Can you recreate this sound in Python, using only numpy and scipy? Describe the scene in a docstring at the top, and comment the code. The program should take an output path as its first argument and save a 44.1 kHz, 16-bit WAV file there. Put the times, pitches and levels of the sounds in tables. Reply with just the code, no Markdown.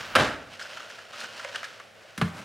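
"""A kitchen. A refrigerator door swings shut close by: its edge lands in a few quick contacts,
the cabinet booms, the shelves rattle and the room rings. A plastic bag rustles, crinkles and taps
in a hand over a faint appliance hum. Near the end a hand knocks twice against the microphone's
housing and rubs on it."""
import sys
import numpy as np
from scipy import signal
from scipy.fft import rfft, irfft, next_fast_len
from scipy.io import wavfile
from scipy.ndimage import uniform_filter1d

SR = 44100
rng = np.random.default_rng(int(sys.argv[2]) if len(sys.argv) > 2 else 0)


def int16_out(signal):
    """Quantize to a 16-bit WAV file."""
    q = np.round(np.clip(np.atleast_2d(signal).T, -1, 1) * 32767)
    wavfile.write(sys.argv[1], SR, q.astype(np.int16))


N = 107868
T = np.arange(N) / SR

# Edge contacts (time [s], relative level [dB], tilt [dB/oct], t60 [s], ring [Hz], ring boost [dB])
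CONTACTS = [(0.1529, -5.5, 1.5, 0.021, 1340, 5), (.1565, -1, 0.5, .024, 1360, 5.5),
            (0.1592, -6, 2.5, 0.013, 3440, 8.5), (.164, 1.5, -3, 0.029, 2030, 5.5),
            (.168, -12.5, -6, 0.035, 624, 10)]
# Door panel modes; low cabinet modes (frequency [Hz], relative level [dB], t60 [s])
PANEL_MODES = [(406.6, 4, 0.4), (465, 2, 0.34), (524, 20, 0.12), (694, 5.5, 0.26), (887, 1, 0.52),
               (1324, -4, 0.26), (1557, -4, 0.64), (1704, -6, 0.54), (2104, -3, 0.23)]
CABINET_MODES = [(65.1, -18, 0.68), (90.4, 0, 0.34), (126, 0, 0.35), (185, -12, 0.32)]
# Swing rumble (time [s], level [dB])
SWING_ENVELOPE = [(0, -40.5), (.06, -45.5), (.15, -38.5), (.2, -73)]
# Contact, shelf and swing spectra (frequency [Hz], relative density [dB])
CONTACT_SPECTRUM = [(70, -17), (110, -18.5), (190, -8), (400, -8.5), (530, -3.5), (750, -7), (1020, -8),
                    (1350, -1.5), (1900, -5.5), (3600, -9), (5500, -17), (7500, -25), (10000, -26),
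                    (15000, -42)]
RATTLE_SPECTRUM = [(55, -9.5), (95, -7), (135, -5), (300, -3.5), (600, -3), (1000, -7.5), (1500, -3),
                   (2500, -9.5), (3700, -15.5), (7000, -25), (10000, -35), (15000, -48)]
SWING_SPECTRUM = [(50, -2), (100, -4.5), (160, -7.5), (400, -13.5), (600, -6), (900, -7.5), (1450, -1.5),
                  (2200, -9.5), (8000, -34.5)]
# Door stereo width (frequency [Hz], side gain [dB])
DOOR_WIDTH = [(60, -25), (500, -11), (4400, -13.5), (8500, -10), (13000, -26)]
def door():
    """The door swings, its edge lands, the panel rings, the cabinet booms and the shelves rattle."""
    edge, body = np.zeros(N), np.zeros(N)
    for start_s, db, tilt_db, t60_s, ring_hz, ring_db in CONTACTS:
        contact = crack(CONTACT_SPECTRUM, t60_s, tilt_db)
        add(edge, start_s, undb(db - 10.5) * resonate(contact, ring_hz, ring_db, q=4.8))
    impact_s = CONTACTS[1][0]
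    add(body, impact_s, undb(-34) * ring(PANEL_MODES, rise_s=0.0036))
    add(body, impact_s, undb(-26) * ring(CABINET_MODES, rise_s=0.042))
    shake_start_s, shake_peak_s = 0.167, 0.2
    shake = np.interp(T, [shake_start_s, shake_peak_s], [0, 1])
    shake *= fade(np.maximum(T - shake_peak_s, 0), t60_s=0.43)
    rattle = undb(-19.5) * colour(shake * grains(N, rate_hz=4000, spread_db=1), RATTLE_SPECTRUM)
    swing = curve(SWING_ENVELOPE) * colour(rng.standard_normal(N), SWING_SPECTRUM)
    out = kitchen(edge, wet_db=-6, width=DOOR_WIDTH)
    out += kitchen(rattle + body + swing, wet_db=-15.5, width=DOOR_WIDTH)
    return pan(out, -0.4)


# Knocks (time [s], click gain [dB], thump gain [dB], thump pitch [ratio], tilt [dB/oct], thump lag [s])
KNOCKS = [(2.1776, -31, -30, 1.25, 4, 0.00202), (2.214, -18, -15.5, 1, -1.5, .006)]
# Housing modes at pitch ratio 1 (frequency [Hz], relative level [dB], t60 [s])
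HOUSING_MODES = [(89.7, -7, 0.225), (145, 4.5, 0.076), (171.1, -2, 0.23), (212, -8.5, 0.22),
                 (316.6, -25, 0.25), (437, -20, 0.2), (1295, -14, 0.063), (1685, -11.5, 0.077),
                 (4130, -34, .22)]
# Finger rub (time [s], level [dB])
RUB_ENVELOPE = [(2.17, -85), (2.183, -45.5), (2.28, -41), (2.32, -47.5), (2.36, -44), (2.4, -40),
                (2.45, -49.5)]
# Knock and rub spectra (frequency [Hz], relative density [dB])
KNOCK_SPECTRUM = [(350, -4.5), (640, -7), (950, -0.5), (1350, 0), (2000, -4.5), (3000, -11), (4200, -13),
                  (6200, -23), (7200, -24), (10000, -25), (15000, -40)]
RUB_SPECTRUM = [(50, -23), (115, 1.5), (175, 1), (280, -7.5), (400, -16), (570, -12), (1630, -10.5),
                (4340, -23), (8070, -27), (15000, -42)]
def hand_on_housing():
    """Knocks click and thump through the small housing, which radiates little bass; fingers rub."""
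    clicks, thumps = np.zeros(N), np.zeros(N)
    for start_s, click_db, thump_db, ratio, tilt_db, lag_s in KNOCKS:
        add(clicks, start_s, undb(click_db) * crack(KNOCK_SPECTRUM, t60_s=0.057, tilt_db=tilt_db))
        add(thumps, start_s + lag_s, undb(thump_db) * ring(HOUSING_MODES, rise_s=0.0056, ratio=ratio))
    rub = colour(curve(RUB_ENVELOPE) * grains(N, rate_hz=2400, spread_db=-1), RUB_SPECTRUM)
    return kitchen(clicks, wet_db=-11) + highpass(thumps, hz=89, order=4) + rub


# Bag and sleeve rustle (time [s], level [dB])
RUSTLE_ENVELOPE = [(0, -39.5), (.14, -46.5), (.3, -54), (.48, -57), (.535, -42.5), (.57, -49), (.68, -46),
                   (.77, -42.5), (.86, -47.5), (.98, -47.5), (1.08, -52), (1.16, -42), (1.23, -39),
                   (1.275, -50), (1.32, -45), (1.38, -42), (1.48, -48), (1.56, -43), (1.74, -49.5),
                   (1.83, -53), (1.92, -63), (2.0, -55.5), (2.3, -55.5), (2.4, -50)]
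# Crinkles (peak time [s], level [dB], length [s], tilt [dB/oct], fold ring [Hz], ring boost [dB])
CRINKLES = [(0.598, -36, 0.0092, 1.5, 1500, 8), (0.613, -33.5, .006, 4, 1535, 25),
            (0.624, -39.5, 0.0093, 7, 5000, 12), (0.656, -38, 0.0073, -3, 1543, 12),
            (0.773, -37, 0.0075, -2, 1410, 9), (0.801, -40.5, .012, -3.5, 1500, -2),
            (0.902, -41, 0.011, 2.5, 1550, 7), (0.988, -39, 0.0073, -1, 1530, -15),
            (1.136, -40.5, 0.012, -1.5, 1200, 7), (1.204, -38, 0.0067, 7, 9100, -2),
            (1.213, -31.5, 0.003, 6, 1240, 33), (1.242, -34, 0.005, -1, 1490, 10),
            (1.49, -39, 0.005, -2.5, 1170, -5), (1.549, -32, 0.0077, -2.5, 1570, 13),
            (1.559, -26, 0.0045, -0.5, 3360, 9), (1.632, -30.5, 0.0035, -1.5, 1990, 7),
            (1.645, -33.5, .01, 3.5, 1640, 9)]
# Rustle, crinkle and film snap spectra (frequency [Hz], relative density [dB])
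RUSTLE_SPECTRUM = [(120, -27), (200, -10.5), (376, -15), (560, -4), (864, -8.5), (1490, -1.5), (2170, -8),
                   (2900, -3), (3600, -9.5), (5260, -11), (15000, -37.5)]
CRINKLE_SPECTRUM = [(300, -26.5), (450, -13.5), (570, -6.5), (850, -13), (1250, -2.5), (1650, 1.5),
                    (2400, -8), (3000, -6), (5000, -13), (10000, -34.5), (15000, -49)]
SNAP_SPECTRUM = [(6500, 4), (10000, -5), (12000, -14), (15000, -24)]
def bag():
    """Fine creases rustle throughout; folds give way in click clusters with sparse bright snaps."""
    flutter_db = 1.4 * drift(rate_hz=63)
    motion = curve(RUSTLE_ENVELOPE) * undb(flutter_db)
    out = colour(motion * grains(N, rate_hz=2000, spread_db=2), RUSTLE_SPECTRUM)
    size = SR // 8
    for peak_s, db, length_s, tilt_db, fold_hz, fold_db in CRINKLES:
        rise_s = length_s / 2
        age = T[:size] / rise_s
        swell = age * np.exp(1 - age)
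        cluster = colour(swell * grains(size, rate_hz=5500, spread_db=1.5), CRINKLE_SPECTRUM, tilt_db)
        snaps = colour(swell * grains(size, rate_hz=550, spread_db=0.5), SNAP_SPECTRUM)
        crinkle = resonate(cluster + undb(tilt_db - 15) * snaps, fold_hz, fold_db, q=14)
        add(out, peak_s - rise_s, undb(db) * unit(crinkle) * np.sqrt(length_s / T[size]))
    return pan(kitchen(out, wet_db=-8.5), -0.5)


# Soft taps (time [s], gain [dB], ring [Hz], ring boost [dB])
TAPS = [(1.396, -35, 1450, 7.5), (1.447, -28.5, 553, 12), (1.799, -35.5, 1150, 7.5)]
# Tap spectrum (frequency [Hz], relative density [dB])
TAP_SPECTRUM = [(400, -13), (560, -5), (800, -9.5), (1200, -3), (1800, -0.5), (2900, -14.5), (4000, -21),
                (7000, -23), (15000, -49)]
def taps():
    """Things in the hand bump softly: a dull contact with one short ring."""
    out = np.zeros(N)
    for start_s, db, ring_hz, ring_db in TAPS:
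        contact = crack(TAP_SPECTRUM, t60_s=0.042)
        add(out, start_s, undb(db) * resonate(contact, ring_hz, ring_db, q=8))
    return pan(kitchen(out, wet_db=-8.5), -0.5)


# Room air spectrum (frequency [Hz], relative density [dB])
AIR_SPECTRUM = [(50, -22), (110, -9), (300, -16), (550, -4), (1000, -18), (1500, -11), (2200, -11),
                (3500, -19), (6000, -25), (10000, -31), (15000, -39)]
def appliances():
    """Steady moving air, a fan's broad note and a compressor's hum."""
    fan_hz, fan_width_hz, hum_hz = 615, 230, 104.4
    hz = np.arange(N // 2 + 1) * SR / N
    fan_band = 1 / (1 + (2 * (hz - fan_hz) / fan_width_hz) ** 2)
    fan = unit(irfft(rfft(rng.standard_normal((2, N))) * fan_band, N))
    air = np.array([colour(noise, AIR_SPECTRUM) for noise in rng.standard_normal((2, N))])
    mid, side = undb(-55) * air + undb(-58.5) * fan
    hum_db = -70 + 2 * drift(rate_hz=4.2)
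    hum = undb(hum_db) * np.sqrt(2) * np.sin(2 * np.pi * hum_hz * T)
    return stereo(mid, side, ROOM_WIDTH) + hum


# Room decay (frequency [Hz], t60 [s])
ROOM_DECAY = [(80, 1), (300, 0.76), (1400, 0.56), (4000, 0.49), (12000, 0.36)]
# Room stereo width (frequency [Hz], side gain [dB])
ROOM_WIDTH = [(60, -28), (150, -1), (400, -10.5), (700, -7), (2500, -10), (4400, -20), (8500, -16),
              (13000, -36)]
def kitchen(x, wet_db, width=ROOM_WIDTH):
    """Direct sound, near reflections that differ left to right, and a tail dying sooner in the treble."""
    t, hz, rise_s = T[:SR], np.arange(SR // 2 + 1), 0.0094
    noise, tail = rfft(rng.standard_normal((2, SR))), 0
    for centre_hz, t60_s in ROOM_DECAY:
        band = along([(f, f == centre_hz) for f, _ in ROOM_DECAY], hz)
        tail = tail + irfft(noise * band, SR) * fade(t, t60_s)
    tail = undb(wet_db) * unit(tail * np.minimum(t / rise_s, 1)) / np.sqrt(SR)
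    mid, side = signal.fftconvolve(x[None], tail, axes=1)[:, :N]
    near = undb(-6.5) * unit(rng.standard_normal(SR) * fade(t, t60_s=0.027)) / np.sqrt(SR)
    return stereo(x + mid, side + signal.fftconvolve(x, near)[:N], width)


def crack(spectrum, t60_s, tilt_db=0):
    """Short contact: a decaying noise burst."""
    size = SR // 8
    return colour(rng.choice([-1., 1.], size) * fade(T[:size], t60_s), spectrum, tilt_db)


def ring(modes, rise_s, ratio=1):
    """Decaying modes with a linear rise."""
    t = T[:SR]
    partials = (undb(db) * np.sin(2 * np.pi * hz * ratio * t) * fade(t, t60) for hz, db, t60 in modes)
    return np.minimum(t / rise_s, 1) * sum(partials)


def grains(size, rate_hz, spread_db):
    """Random clicks of uneven strength, rms 1."""
    strength = undb(spread_db * np.minimum(rng.exponential(size=size), 4))
    hits = rng.random(size) < rate_hz / SR
    return unit(hits * rng.choice([-1, 1], size) * strength + 1e-9)


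def drift(rate_hz):
    """Smoothed noise, rms 1."""
    size = int(SR / rate_hz)
    return unit(uniform_filter1d(uniform_filter1d(rng.standard_normal(N), size), size))


def colour(x, spectrum, tilt_db=0):
    """Unit-power filter, tilted per octave, falling steeply below the spectrum's first point."""
    size = next_fast_len(len(x) + 4096) // 2 * 2
    hz = np.maximum(np.arange(size // 2 + 1) * SR / size, 10)
    db = along(spectrum, hz) + tilt_db * np.log2(np.clip(hz, 500, 10000))
    gain = unit(undb(db) / np.sqrt(1 + (.8 * spectrum[0][0] / hz) ** 6))
    cepstrum = irfft(np.log(gain))
    cepstrum[1:size // 2] *= 2  # fold to minimum phase
    cepstrum[size // 2 + 1:] = 0
    return irfft(rfft(x, size) * np.exp(rfft(cepstrum)), size)[:len(x)]


def resonate(x, hz, boost_db, q):
    """Boost or cut one narrow band."""
    b, a = signal.iirpeak(hz, q, fs=SR)
    return x + (undb(boost_db) - 1) * signal.lfilter(b, a, x)


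def highpass(x, hz, order):
    """Roll off the bass."""
    return signal.sosfilt(signal.butter(order, hz, "high", fs=SR, output="sos"), x)


def stereo(mid, side, width):
    """Mid and width-filtered side to left and right."""
    hz = np.arange(N // 2 + 1) * SR / N
    side = irfft(rfft(side) * undb(along(width, hz)), N)
    return np.array([mid + side, mid - side])


def pan(x, db):
    """Shift the balance by db, left minus right."""
    return x * undb(np.array([[db], [-db]]) / 2)


def fade(t, t60_s):
    """Exponential decay from t = 0."""
    return (t >= 0) * np.exp(-np.log(1000) * np.maximum(t, 0) / t60_s)


def curve(envelope):
    """Gain from (time [s], level [dB]) points."""
    return undb(np.interp(T, *np.array(envelope, float).T))


def along(table, hz):
    """Interpolate on a log-frequency axis."""
    points_hz, values = np.array(table, float).T
    return np.interp(np.log(hz + 1e-9), np.log(points_hz), values)


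def add(out, start_s, x):
    """Mix x in at start_s."""
    i = int(start_s * SR)
    out[i:i + len(x)] += x[:N - i]


def undb(db):
    """Decibels to gain."""
    return 10 ** (np.asarray(db) / 20)


def unit(x):
    """Scale to rms 1."""
    return x / np.sqrt(np.mean(x ** 2))


def scene():
    """Stereo sum of all sources."""
    return door() + bag() + taps() + hand_on_housing() + appliances()


def record(dry):
    """Trim the deepest bass and cut the top."""
    top_hz = 16000
    lowpass = signal.ellip(10, .2, 80, top_hz, fs=SR, output="sos")
    return signal.sosfilt(lowpass, highpass(dry, hz=45, order=2))


dry = scene()
out = record(dry)
int16_out(out)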